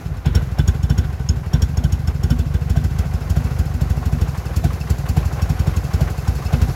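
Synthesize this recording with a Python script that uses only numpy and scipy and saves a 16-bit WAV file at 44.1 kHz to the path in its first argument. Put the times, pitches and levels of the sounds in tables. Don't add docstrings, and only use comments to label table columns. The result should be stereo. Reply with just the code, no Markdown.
import sys
import numpy as np
from scipy import signal
from scipy.fft import rfft, irfft, next_fast_len
from scipy.io import wavfile
from scipy.ndimage import uniform_filter1d, map_coordinates

SR = 44100
rng = np.random.default_rng(int(sys.argv[2]) if len(sys.argv) > 2 else 0)


def invert_db(x):
    u = np.asarray(x, float) / 20
    return 10 ** u


def to_wav(s):
    ch = np.atleast_2d(s).T
    pcm = np.round(np.clip(ch, -1, 1) * 32767)
    wavfile.write(sys.argv[1], SR, pcm.astype(np.int16))


N = 297675

# (time [s], blow [1 = usual], jet hiss [dB])
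FRONT_FIRINGS = [(0.3628, 1.52, -31.5), (0.6893, 1.38, -32), (0.8428, 1, -39), (0.9919, 1.32, -35.5),
                 (1.301, 1.1, -39), (1.6326, 1.24, -32), (1.784, 0.95, -38.5), (1.9351, 1.03, -36),
                 (2.086, 0.92, -37.5), (2.2462, 1.02, -35.5), (2.401, 0.98, -38), (2.553, 0.94, -39.5),
                 (2.7103, 1.07, -35), (2.8531, 0.99, -36.5), (2.9994, 1, -34), (3.3108, 0.92, -33.5),
                 (3.6013, 1.02, -34), (3.912, 0.95, -37), (4.068, 0.89, -36), (4.2243, 1.08, -35.5),
                 (4.5745, 1, -29), (4.912, 1.17, -30), (5.1008, 0.93, -30.5), (5.431, 0.95, -34.5),
                 (5.6058, 1.01, -35.5), (5.7761, 0.95, -33.5), (5.9476, 1.03, -34), (6.2891, 1.15, -34.5),
                 (6.6275, 1.31, -33.5)]
# (time [s], blow [1 = usual], jet hiss [dB])
FRONT_STUMBLES = [(-0.024, 1, -32), (0.18, -0.29, -47.5), (0.5261, -0.55, -47), (1.139, -0.42, -47),
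                  (1.4721, -0.41, -47), (3.1484, 0.79, -39.5), (3.4535, 0.78, -40), (3.7522, 0.65, -42),
                  (4.3866, -0.5, -38.5), (4.743, -0.52, -40.5), (5.265, 0.71, -36), (6.1128, 0.42, -38),
                  (6.4616, 0.62, -39.5)]
# (time [s], blow [1 = usual], jet hiss [dB])
REAR_FIRINGS = [(0.065, -0.35, -53), (0.2704, 1.15, -37.5), (0.5986, 1.25, -35.5), (0.9103, 1.1, -36.5),
                (1.5456, 1.22, -36), (1.8513, 1.09, -36.5), (2.3153, 1.06, -34), (2.7767, 1.05, -39),
                (3.219, 0.34, -46), (3.3759, 1, -38.5), (3.8232, 0.84, -36), (3.9792, 0.5, -43.5),
                (4.1349, 0.81, -40), (4.6536, 1.1, -33), (5.18, 1.18, -33.5), (5.5072, 0.93, -35),
                (5.6817, 0.95, -36.5), (6.02, 1.07, -33.5), (6.541, 1.1, -35), (6.693, -0.53, -42)]
VALVE_SHUTS = [
    (.64, 0.092),
    (.48, .33),
]

# (delay [ms], strength [ratio])
FRONT_ARRIVALS = [(-18.06, .16), (-10.39, -.65), (-5.68, -.5), (2.03, .09), (20.04, -.06)]
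# (delay [ms], strength [ratio])
REAR_ARRIVALS = [(-18.94, .13), (-10.28, -.87), (-5.06, -.77), (6.04, .06), (23.7, .09)]
# (frequency [Hz], width [Hz])
LOW_CUT = [(86.4, 34.8), (56.3, 8)]
# (frequency [Hz], width [Hz])
CHAMBERS = [(148.4, 25.8), (90.7, 13)]
# (frequency [Hz], width [Hz], level [dB])
HEADER_PIPE = [(212.5, 30.4, -7.3)]

# (frequency [Hz], level [dB per Hz])
BURBLE_COLOUR = [(30, -48), (45, 6), (60, 2.5), (170, 5.5), (210, -17.5), (255, -5.5), (290, -14),
                 (400, -63)]
# (frequency [Hz], level [dB per Hz])
JET_COLOUR = [(1470, -65), (2500, -5), (3880, -15.5), (4460, 0), (4970, -4.5), (6410, -4), (7200, 0),
              (8730, -14), (9580, -11), (11400, -5.5), (13600, -10.5), (15800, -10)]
# (frequency [Hz], level [dB per Hz])
RASP_COLOUR = [(180, -61), (300, 11), (499, 7.5), (600, -15), (746, 2.5), (1280, -5.5), (1510, 7),
               (1660, -4.5), (4000, -7.5), (5200, -35), (8800, -120)]
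# (frequency [Hz], level [dB per Hz])
CASES_COLOUR = [(160, -53), (280, -2.5), (497, -1), (630, -4), (771, -0.5), (882, -7), (1280, -7.5),
                (1490, -7), (1680, -10), (4170, -13.5), (6580, -17), (8620, -28), (11700, -21.5),
                (15800, -29)]

# (frequency [Hz], width [Hz], level [dB])
COVER_MODES = [(740, 110, -3), (1050, 150, -5), (1510, 130, -7), (2030, 60, -6), (3710, 100, -14)]
# (frequency [Hz], width [Hz], level [dB])
SEAT_MODES = [(2633, 150, 4.5), (4400, 73, 4.5), (5196, 120, 7.5), (5640, 190, -1)]
# (frequency [Hz], width [Hz], level [dB])
NEAR_SEAT_MODES = [(2620, 260, -2), (4520, 230, 0)]
# (frequency [Hz], width [Hz], level [dB])
PORT_MODES = [(520, 150, -12), (700, 110, -3)]
# (frequency [Hz], width [Hz], level [dB])
SHIELD_MODES = [(238.2, 15.5, 5.5), (385, 19, -16), (490, 44, -27)]
# (frequency [Hz], width [Hz], level [dB])
RACK_MODES = [(1546, 140, 5.5), (3020, 73, 4), (3480, 86, 6)]
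# (frequency [Hz], width [Hz], level [dB])
INTAKE_MODES = [(790, 540, -10), (1095, 140, 3), (1900, 1120, -9)]
# (frequency [Hz], width [Hz], dying time [s])
LIP_TONES = [(3200, 307, 0.0051), (6670, 170, 0.001), (7830, 810, 0.0018)]
# (first [dB], second [dB], third [dB])
LIP_LEVELS = [
    (-10, -2, -16),
    (-7.5, -9.5, -20),
]

# (time [s], level [dB])
CASES_WALK = [(0.0, -40), (0.26, -43), (0.45, -40), (0.88, -41.5), (1.37, -41), (1.82, -41), (2.37, -40),
              (3.5, -36.5), (3.72, -38.5), (5.17, -37), (6.26, -36), (6.75, -34)]
# (time [s], level [dB])
INTAKE_WALK = [
    (0, -50.5),
    (3, -52),
    (4.5, -44.5),
    (6.75, -43.5),
]
# (time [s], exhaust port [dB], rack [dB])
FACING_WALK = [(0, -11, -22.5), (2.1, -11, -25.5), (2.55, -8, -18.5), (3.0, -8, -29), (6.75, -5.5, -46)]
# (time [s], level [dB])
SHIELDS_WALK = [(0, -4), (2.5, 0), (3.5, -1.5), (6.75, -3)]
# (time [s], level [dB])
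WHISTLE_WALK = [(0, 8.5), (1.0, 7.5), (1.3, 17.5), (1.6, 8), (2.25, 8), (2.4, 0.5), (3.3, 0.5), (3.6, -5),
                (5.2, -8), (5.4, 2), (6.0, 2), (6.75, -6)]

# (frequency [Hz], likeness [-1 to 1])
STEREO_LIKENESS = [(60, 1), (180, 0.92), (550, 0.94), (1650, 0.59), (4970, -0.36), (15000, -0.05)]
# (frequency [Hz], left minus right [dB])
PORT_BALANCE = [(40, 2.2), (110, 1.5), (250, .6), (500, .2), (1300, .5), (3000, -.6), (5500, -2.2),
                (10000, -1.1)]

USUAL_GAP_S = 0.081


def unit(x):
    return x / np.sqrt(np.mean(x ** 2) + 1e-20)


def along(points, hz):
    f, v = np.transpose(points)
    return np.interp(np.log(hz + 1), np.log(f + 1), v)


def over_time(walk, column=1):
    points = np.transpose(walk)
    return np.interp(np.arange(N) / SR, points[0], points[column])


def filtered(x, response):
    m = next_fast_len(N + SR // 5)
    return irfft(rfft(x, m) * response(np.fft.rfftfreq(m, 1 / SR)), m)[..., :N]


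def modes(table, f):
    return sum((-1) ** k * invert_db(db) * 1j * f * w / (c * c - f * f + 1j * f * w)
               for k, (c, w, db) in enumerate(table))


def train(times, sizes, count=0):
    at = np.round(times * SR).astype(int) + count
    return np.bincount(np.clip(at, 0, N + count - 1), sizes * (at >= 0), N + count)


def swell(times, sizes, rise_s, fall_s):
    t = np.arange(SR // 8) / SR
    shape = np.where(t < rise_s, (t / rise_s) ** 2, np.exp(-(t - rise_s) / fall_s))
    return signal.oaconvolve(train(times - rise_s, sizes, count=len(t)), shape)[len(t):][:N]


def flat(f):
    return f > 0


def noise(response, alike):
    def mid_side(f):
        turn = np.arccos(np.clip(along(alike, f), 0, 1)) / 2
        return response(f) * [np.cos(turn), np.sin(turn)]
    mid, side = filtered(rng.standard_normal((2, N)), mid_side)
    return unit(np.array([mid + side, mid - side]))


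def patches(depth_db):
    return invert_db(depth_db * map_coordinates(rng.standard_normal(N // 900 + 4), [np.arange(N) / 900]))


def closer_db(s):
    return np.interp(s, *np.transpose(INTAKE_WALK)) - INTAKE_WALK[0][1]


def openings():
    front, rear = np.array(sorted(FRONT_FIRINGS + FRONT_STUMBLES)), np.array(REAR_FIRINGS)
    s, worst = front[:, 0], np.minimum(front[:-1, 1], front[1:, 1])
    unfired = np.diff(np.searchsorted(rear[:, 0], s)) == 0
    cycle_share = .443 - .012 * (1 - worst)
    due = (s[:-1] + np.diff(s) * cycle_share)[unfired]
    misfire = -0.52 + 4.3 * (s[1:][unfired] - due - USUAL_GAP_S)
    idle = np.c_[due, misfire, -47.5 + 1.2 * closer_db(due)]
    rear = np.r_[rear, idle]
    rows = np.r_[np.c_[front, np.zeros(len(front))], np.c_[rear, np.ones(len(rear))]]
    return rows[np.argsort(rows[:, 0])].T


def tappet_knocks():
    s = openings()[0]
    angle = np.array([.2, .36, .55, .72, .84])
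    chance = rng.standard_normal((len(s) - 1, 2, len(angle)))
    ticks = s[:-1, None] + np.diff(s)[:, None] * angle + 0.0028 * chance[:, 0]
    return swell(ticks.ravel(), invert_db(5.1 * chance[:, 1].ravel()), 0.0024, 0.0051)


def cases_and_fins(knock):
    s = openings()[0]
    cases_db = over_time(CASES_WALK)
    fins_db = cases_db - 9 + .3 * closer_db(np.arange(N) / SR)

    def body(f):
        return invert_db(along(CASES_COLOUR, f))
    steady = unit(1.3 + 0.19 * knock) * patches(1.97)
    cases = steady * noise(lambda f: body(f) / (1 + (f / 3000) ** 7), STEREO_LIKENESS)
    stroke = 1.0 + 0.035 * knock + swell(s + 0.0026, np.full(len(s), .7), 0.012, 0.13)
    fins = unit(stroke) * noise(lambda f: body(f) / (1 + (3700 / (f + 1)) ** 5), [(1000, 0.1)])
    return invert_db(cases_db) * cases + invert_db(fins_db) * fins


def tappets(knock):
    level_db = over_time(CASES_WALK) - 10.5 + .4 * closer_db(np.arange(N) / SR)
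    struck = knock * noise(flat, STEREO_LIKENESS)
    return invert_db(level_db) * unit(filtered(struck, lambda f: modes(COVER_MODES, f) ** 2))


def valves():
    s, side_db = openings()[0], closer_db(np.arange(N) / SR)
    chatter = swell(s - .004, invert_db(1.5 * rng.standard_normal(len(s))), .004, .012)
    rattle = chatter * noise(flat, [(1000, 0.66)])
    seats = unit(filtered(rattle, lambda f: modes(SEAT_MODES, f) ** 2))
    tick = unit(filtered(rattle, lambda f: modes(NEAR_SEAT_MODES, f) ** 2))
    seats_db = over_time(CASES_WALK) - 14 + .1 * side_db
    return invert_db(seats_db) * seats + invert_db(-61.5 + 1.5 * side_db) * tick


def burble():
    s, blow, _, _ = openings()
    flow = 0.44 + swell(s, .4 * np.abs(blow), 0.0067, 0.07)
    return invert_db(-28) * flow * noise(lambda f: invert_db(along(BURBLE_COLOUR, f)), STEREO_LIKENESS)


def jets():
    s, _, hiss_db, _ = openings()
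    puff = swell(s - .009, invert_db(hiss_db + 2.5), 0.011, 0.0079)
    tail = swell(s - .004, invert_db(hiss_db - 16.5), 0.01, 0.092)
    return (puff + tail) * noise(lambda f: invert_db(along(JET_COLOUR, f)), [(1000, 0.12)])


def rasp():
    s, blow, _, rear = openings()
    labour_db = 294 * (np.diff(s, prepend=-.1) - 0.074)
    rear_db = rear * (2.5 + 0.18 * closer_db(s) + labour_db)
    level_db = np.maximum(-36.5 + 15.5 * (blow - 1) + rear_db, -43)
    flow = swell(s - .006, invert_db(level_db + 2), 0.03, 0.029) * patches(depth_db=1.5)
    return flow * noise(lambda f: invert_db(along(RASP_COLOUR, f)), STEREO_LIKENESS)


def pipe(f, paths):
    cut = np.prod([f * f / (c * c - f * f + 1j * f * w) for c, w in LOW_CUT], axis=0)
    chambers = np.prod([c * c / (c * c - f * f + 1j * f * w) for c, w in CHAMBERS], axis=0)
    arrivals = sum(size * np.exp(-2j * np.pi * f * ms / 1000) for ms, size in paths)
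    return 20 * cut * (chambers + modes(HEADER_PIPE, f)) * arrivals


def thumps(cylinder, paths, cold):
    s, blow, _, rear = openings()
    share, suck = VALVE_SHUTS[cylinder]
    gap, own = np.diff(s, append=s[-1] + 0.048), rear == cylinder
    shut = s + share * gap
    suck = np.maximum(suck - 10 * (gap - USUAL_GAP_S) * rear * (blow > 0), 0)
    hot = train(s, own * np.maximum(blow, 0))
    back = train(s, own * np.minimum(blow, 0)) - train(shut, own * suck)
    return filtered(hot, lambda f: pipe(f, paths)) + filtered(back, lambda f: pipe(f * cold, paths))


def link_pipe():
    s, blow, _, rear = openings()

    def boom(f):
        return modes([(247.4, 14, 0)], f) * f ** 2 / (f ** 2 + 200 ** 2)
    strokes = train(s + 0.0041, rear * np.abs(blow))
    return invert_db(over_time(SHIELDS_WALK)) * invert_db(23.5) * filtered(strokes, boom)


def heat_shields():
    s, blow, _, rear = openings()
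    strength = (0.7 + 0.3 * rear) * np.maximum(blow, 0)
    shake = swell(s + 0.0028, strength, 0.0064, 0.018) * rng.standard_normal(N)
    return invert_db(over_time(SHIELDS_WALK)) * filtered(shake, lambda f: modes(SHIELD_MODES, f))


def rack():
    s, blow, _, rear = openings()
    strength = (0.59 + .5 * rear) * np.maximum(blow, 0) ** 2
    buzz = swell(s - .003, strength, 0.0098, 0.0069) * noise(flat, [(1000, 0.95)])
    return invert_db(over_time(FACING_WALK, 2)) * filtered(buzz, lambda f: modes(RACK_MODES, f) ** 2)


def exhaust_port():
    s, blow, _, rear = openings()
    bark = swell(s - .013, rear * np.maximum(blow, 0) ** 2, 0.021, 0.014) * rng.standard_normal(N)
    return invert_db(over_time(FACING_WALK, 1)) * filtered(bark, lambda f: modes(PORT_MODES, f))


def intake():
    s = np.transpose(FRONT_FIRINGS + FRONT_STUMBLES)[0]
    gulp = swell(s - .036, invert_db(1.1 * rng.standard_normal(len(s))), 0.017, 0.025)
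    air = filtered(gulp * noise(flat, STEREO_LIKENESS), lambda f: modes(INTAKE_MODES, f))
    return invert_db(over_time(INTAKE_WALK)) * unit(air)


def whistles():
    out, t = np.zeros((2, N + SR)), np.arange(SR // 20) / SR
    aside_s = np.array([[1], [-1]]) * .000022
    lead_s = .0115
    for opens, blow, jet_db, rear in openings().T:
        if blow < .8 or opens < lead_s:
            continue
        start = round((opens - lead_s - .001) * SR)
        db = jet_db + np.interp(opens, *np.transpose(WHISTLE_WALK)) - rear * closer_db(opens)
        chance = rng.standard_normal(len(LIP_TONES) + 1)
        main_hz = 5480 + 90 * chance[0]
        levels_db = [0, *(LIP_LEVELS[int(rear)] + 2 * chance[1:])]
        tones = [(main_hz, 150, .004)] + LIP_TONES
        for (tone_hz, width, dying), level_db in zip(tones, levels_db):
            fall = np.exp(-np.maximum(t - .007, 0) / dying) + 0.22 * np.exp(-t / 0.023)
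            gate = np.minimum(t / 0.0015, 1) * fall
            drift = uniform_filter1d(rng.standard_normal((3, len(t))), size=40)
            shared, *own = np.cumsum(drift, axis=1) * 4 * width / SR
            turns = tone_hz * (t + aside_s) + shared + 0.5 * np.array(own)
            out[:, start:start + len(t)] += invert_db(db + level_db - 2) * gate * np.sin(2 * np.pi * turns)
    return out[:, :N]


def scene():
    knock = tappet_knocks()
    engine = cases_and_fins(knock) + tappets(knock) + valves()
    gas = burble() + jets() + rasp()
    exhaust = thumps(0, FRONT_ARRIVALS, cold=1) + thumps(1, REAR_ARRIVALS, cold=1.05)
    shaken = link_pipe() + heat_shields() + rack() + exhaust_port()
    return engine + gas + exhaust + shaken + intake() + whistles()


def low_pass(x):
    return signal.sosfilt(signal.butter(12, 15970, fs=SR, output="sos"), x)


def record(dry):
    side = np.array([[1], [-1]])

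    def ports(f):
        lead = 0.56 / (1 + (f / 90) ** 2) - 2 * np.pi * .00009 * f
        return invert_db(side * along(PORT_BALANCE, f) / 2) * np.exp(.5j * side * lead) * (f < 15900)
    heard = filtered(dry, ports)
    top, knee = 1.0, 6
    mix = heard / (1 + np.abs(heard / top) ** knee) ** (1 / knee)
    return low_pass(mix)


dry = scene()
out = record(dry)
to_wav(out)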